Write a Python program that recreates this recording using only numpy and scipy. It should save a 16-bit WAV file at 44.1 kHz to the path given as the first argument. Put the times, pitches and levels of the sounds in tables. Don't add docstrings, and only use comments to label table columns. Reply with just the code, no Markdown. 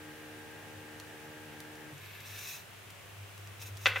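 import sys
import numpy as np
from scipy import signal
from scipy.fft import rfft, irfft
from scipy.io import wavfile

SR = 44100
rng = np.random.default_rng(int(sys.argv[2]) if len(sys.argv) > 2 else 0)


def generate_wav(signal):
    frames = np.transpose(np.atleast_2d(signal))
    scaled = np.clip(frames, -1, 1) * 32767
    pcm = np.round(scaled).astype(np.int16)
    wavfile.write(sys.argv[1], SR, pcm)


N = 176400

STEP_HZ, STEP_JITTER, TURN_END_S, RUN_DOWN_S = 76.34, .0018, 1.937, .025
BUZZ_DB, BUZZ_RISE_DB_PER_S, RASP_DB = -57.5, .14, -59
# multiple of the step rate, level in dB relative to BUZZ_DB.
BUZZ_TONES = [(1, -19.5), (2, -7.5), (3, -9), (4, 1), (5, -8.5), (6, -2.5), (7, -8.5), (8, -12), (9, -18.5),
              (10, -13.5), (11, -6.5), (12, -12.5), (19, -19.5), (21, -4), (22, -10.5), (23, -13),
              (24, -11.5), (25, -10.5), (38, -16)]
# frequency in Hz, relative level in dB.
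RASP_COLOUR = [(60, -39), (170, 3.5), (480, 8), (1100, 1), (1700, 11.5), (2100, 5.5), (2900, -2.5),
               (4500, -39.5), (15000, -57)]
def base_motor():
    t = np.arange(N) / SR
    phase = 2 * np.pi * np.cumsum(STEP_HZ * (1 + STEP_JITTER * drift(6.7))) / SR
    buzz = 0
    for multiple, db in BUZZ_TONES:
        wavering = np.sqrt(2) * from_db(db + 1.5 * drift(5.8))
        buzz += wavering * np.sin(multiple * phase + rng.uniform(0, 2 * np.pi))
    buzz *= from_db(BUZZ_DB + BUZZ_RISE_DB_PER_S * (t - TURN_END_S / 2))
    pulses = 1 + .4 * np.cos(phase / 2) ** 4
    rasp = from_db(RASP_DB) * rms_one(noise(RASP_COLOUR, alike=.22) * pulses)
    running = np.clip((TURN_END_S - t) / RUN_DOWN_S + .5, 0, 1)
    return running * (buzz + rasp)


def stop_thud(start_s=1.926, jolt_db=15.5, ring_hz=141, width_hz=6):
    return resonate(clicks([(start_s, jolt_db)]), [(ring_hz, width_hz, 0)])


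# start in seconds, strength in dB, cut-off in Hz (lower is softer).
GRIPPER_HITS = [(3.858, 5, 5260), (3.9595, -3.5, 2800)]
# pitch in Hz, width in Hz (wider dies sooner), level in dB.
WOOD_RINGS = [(548, 84, 3), (770, 230, -4.5), (1080, 190, -2.5), (1280, 60, -2), (1537, 98, 6.5),
              (2010, 137, 6), (2350, 120, -2), (2590, 83, 6), (3300, 100, 1), (4760, 350, -22),
              (5600, 200, -11), (6400, 140, -25)]
def gripper_knocks():
    force = sum(butter(clicks([(s, db)]), hz, "low", order=3) for s, db, hz in GRIPPER_HITS)
    crack = from_db(-.5) * butter(force, [1140, 3200], "band")
    ring = from_db(2) * resonate(force, WOOD_RINGS)
    knock = butter(crack + ring, 410, "high")
    near = from_db(5.5) * desk_echoes(knock, alike=.87)
    far = from_db(.5) * room_echoes(butter(knock, 4540, "low"), alike=.91)
    return knock + near + far


def gear_whir(effort, housing, teeth_per_s=6600):
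    teeth = (rng.random(N) < teeth_per_s / SR) * rng.choice([-1, 1], N)
    teeth = teeth * from_db(3.5 * rng.standard_normal(N))
    whir = rms_one(resonate(teeth, housing))
    return whir * from_db(in_time(effort) + .9 * drift(30))


# time in seconds, level in dB.
SHOULDER_EFFORT = [(2.225, -83), (2.258, -52), (2.345, -52.5), (2.38, -49), (2.48, -45), (2.55, -48),
                   (2.6, -56), (2.65, -77), (3.57, -80), (3.605, -54), (3.622, -46.5), (3.645, -60),
                   (3.668, -49), (3.72, -72), (3.855, -49.5), (3.872, -41), (3.92, -68), (3.96, -54),
                   (3.985, -53.5)]
# pitch in Hz, width in Hz, relative level in dB.
SHOULDER_RINGS = [(1700, 1400, -9), (2635, 170, 9), (3660, 160, 2.5), (3950, 300, 2), (5770, 1700, 3),
                  (6850, 270, -10), (8250, 130, -3), (9900, 1600, -3), (12700, 1700, -6.5),
                  (12900, 2300, -3), (15000, 2100, -28)]
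def shoulder_servo():
    return gear_whir(SHOULDER_EFFORT, SHOULDER_RINGS)


# time in seconds, pitch in Hz.
WHINE_PITCH = [(2.25, 5800), (2.4, 6150), (2.5, 6450), (2.6, 6430)]
def gear_whine(width_hz=240):
    phase = 2 * np.pi * np.cumsum(in_time(WHINE_PITCH)) / SR
    note, octave = (drift(k * width_hz) * np.cos(k * phase) + drift(k * width_hz) * np.sin(k * phase)
                    for k in (1, 2))
    return from_db(in_time(SHOULDER_EFFORT) - 13) * (note + from_db(-9) * octave)


# time in seconds, level in dB.
ELBOW_EFFORT = [(1.92, -78), (1.985, -57.5), (2.1, -55.5), (2.2, -55.5), (2.4, -52.5), (2.6, -62),
                (2.7, -85)]
# pitch in Hz, width in Hz, relative level in dB.
ELBOW_RINGS = [(1743, 53, 2), (2250, 350, -3.5), (2630, 290, -3), (3400, 620, -10), (12200, 1300, -9),
               (13900, 1300, -23)]
def elbow_servo():
    return gear_whir(ELBOW_EFFORT, ELBOW_RINGS)


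def servos(split_hz=8700):
    whir = elbow_servo() + shoulder_servo() + gear_whine()
    lows = butter(whir, split_hz, "low", order=3)
    highs = desk_echoes(butter(whir, split_hz, "high", order=3), alike=.3)
    return lows + highs + from_db(-5) * desk_echoes(whir, alike=-.028)


# start in seconds, strength in dB.
JOINT_SLIPS = [(.9995, -35), (1.201, -46), (1.6035, -35.5), (1.7545, -44), (1.98, -45), (2.06, -43),
               (2.205, -39), (2.903, -38.5), (2.908, -52), (3.378, -41), (3.4735, -40), (3.617, -36),
               (3.77, -37.5), (3.774, -43), (3.869, -33)]
def joint_ticks(fade_s=.014):
    decay = from_db(-60 / (fade_s * SR))
    slips = signal.lfilter([1], [1, -decay], clicks(JOINT_SLIPS) + 1e-18)
    ticks = butter(slips * rng.standard_normal(N), [900, 8360], "band", order=1)
    echoes = desk_echoes(ticks, alike=-.28) + from_db(-14) * room_echoes(ticks, alike=.2)
    return ticks + from_db(-7) * echoes


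# time in seconds, level in dB.
HUM_LEVEL = [(0, -65), (.8, -59), (1.4, -64.5), (1.9, -66), (2.03, -54.5), (2.18, -58), (2.42, -55),
             (2.52, -65), (3.04, -60), (3.13, -52.5), (3.24, -46.5), (3.28, -56), (3.46, -50),
             (3.56, -53.5), (3.63, -50.5), (3.74, -46), (4, -46.5)]
def mains_hum(hum_hz=100):
    phase = 2 * np.pi * hum_hz * np.arange(N) / SR
    overtones = sum(np.sin(k * phase + rng.uniform(0, 2 * np.pi)) for k in (4, 7))
    hum = from_db(in_time(HUM_LEVEL) + 2.5 * drift(13)) * np.sin(phase + .11 * drift(1.8))
    return np.sqrt(2) * (hum + from_db(-75) * overtones)


# frequency in Hz, relative level in dB.
HISS_COLOUR = [(20, -36), (45, -1.5), (75, -0.5), (105, 7), (160, 6), (230, -2), (420, 2.5), (900, -1),
               (1700, 0), (2700, 0), (4500, -9.5), (8000, -11), (15500, -13.5)]
# frequency in Hz, how alike left and right are (1 same, 0 unrelated).
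HISS_LIKENESS = [(30, 0.32), (70, 0.36), (130, 0.42), (290, 0.17), (1400, 0.39), (3100, 0.27), (6800, 0.14),
                 (15000, 0.041)]
def room_hiss():
    return from_db(-51.5) * noise(HISS_COLOUR, per_bin(HISS_LIKENESS))


NEAR_ECHOES_S, ROOM_FADE_S = .0135, .42
def desk_echoes(x, alike):
    return diffuse(x, np.ones(int(NEAR_ECHOES_S * SR) + 1), alike)


def room_echoes(x, alike):
    t = np.arange(SR // 2) / SR
    return diffuse(x, np.minimum(t / NEAR_ECHOES_S, 1) * from_db(-60 * t / ROOM_FADE_S), alike)


def diffuse(x, envelope, alike):
    response = pair(*rng.standard_normal((2, len(envelope))), alike) * envelope / np.linalg.norm(envelope)
    return signal.fftconvolve(x[None], response, axes=1)[:, :N]


def from_db(db):
    return 10 ** (np.asarray(db) / 20)


def rms_one(x):
    return x / np.sqrt(np.mean(x ** 2) + 1e-20)


def in_time(rows):
    return np.interp(np.arange(N) / SR, *np.transpose(rows))


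def per_bin(points):
    hz, value = np.transpose(points)
    return np.interp(np.log(np.fft.rfftfreq(N, 1 / SR) + 1), np.log(hz), value)


def drift(rate_hz):
    hz = np.fft.rfftfreq(N, 1 / SR)
    return rms_one(irfft(rfft(rng.standard_normal(N)) / (1 + (hz / rate_hz) ** 2), N))


def pair(mid, side, alike):
    alike = np.clip(alike, -1, 1)
    return np.sqrt((1 + alike) / 2) * mid + np.sqrt((1 - alike) / 2) * side * [[1], [-1]]


def noise(colour, alike):
    mid, side = rfft(rng.standard_normal((2, N)))
    return rms_one(irfft(pair(mid, side, alike) * from_db(per_bin(colour)), N))


def butter(x, hz, kind, order=2):
    return signal.sosfilt(signal.butter(order, hz, kind, fs=SR, output="sos"), x + 1e-18)


def clicks(rows):
    out = np.zeros(N)
    for s, db in rows:
        out[int(s * SR)] += from_db(db)
    return out


def resonate(x, rings):
    out = 0
    for hz, width, db in rings:
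        r = np.exp(-np.pi * width / SR)
        feed = np.array([1, 0, -1]) * (1 - r * r) / 2
        feedback = [1, -2 * r * np.cos(2 * np.pi * hz / SR), r * r]
        out = out + from_db(db) * signal.lfilter(feed, feedback, x + 1e-18)
    return out


def scene():
    arm = base_motor() + stop_thud() + servos() + joint_ticks() + gripper_knocks()
    return (arm + mains_hum() + room_hiss()) * from_db([[.32], [-.32]])


def record(dry, cutoff_hz=15750):
    return signal.sosfilt(signal.ellip(12, .1, 80, cutoff_hz, fs=SR, output="sos"), dry)


dry = scene()
out = record(dry)
generate_wav(out)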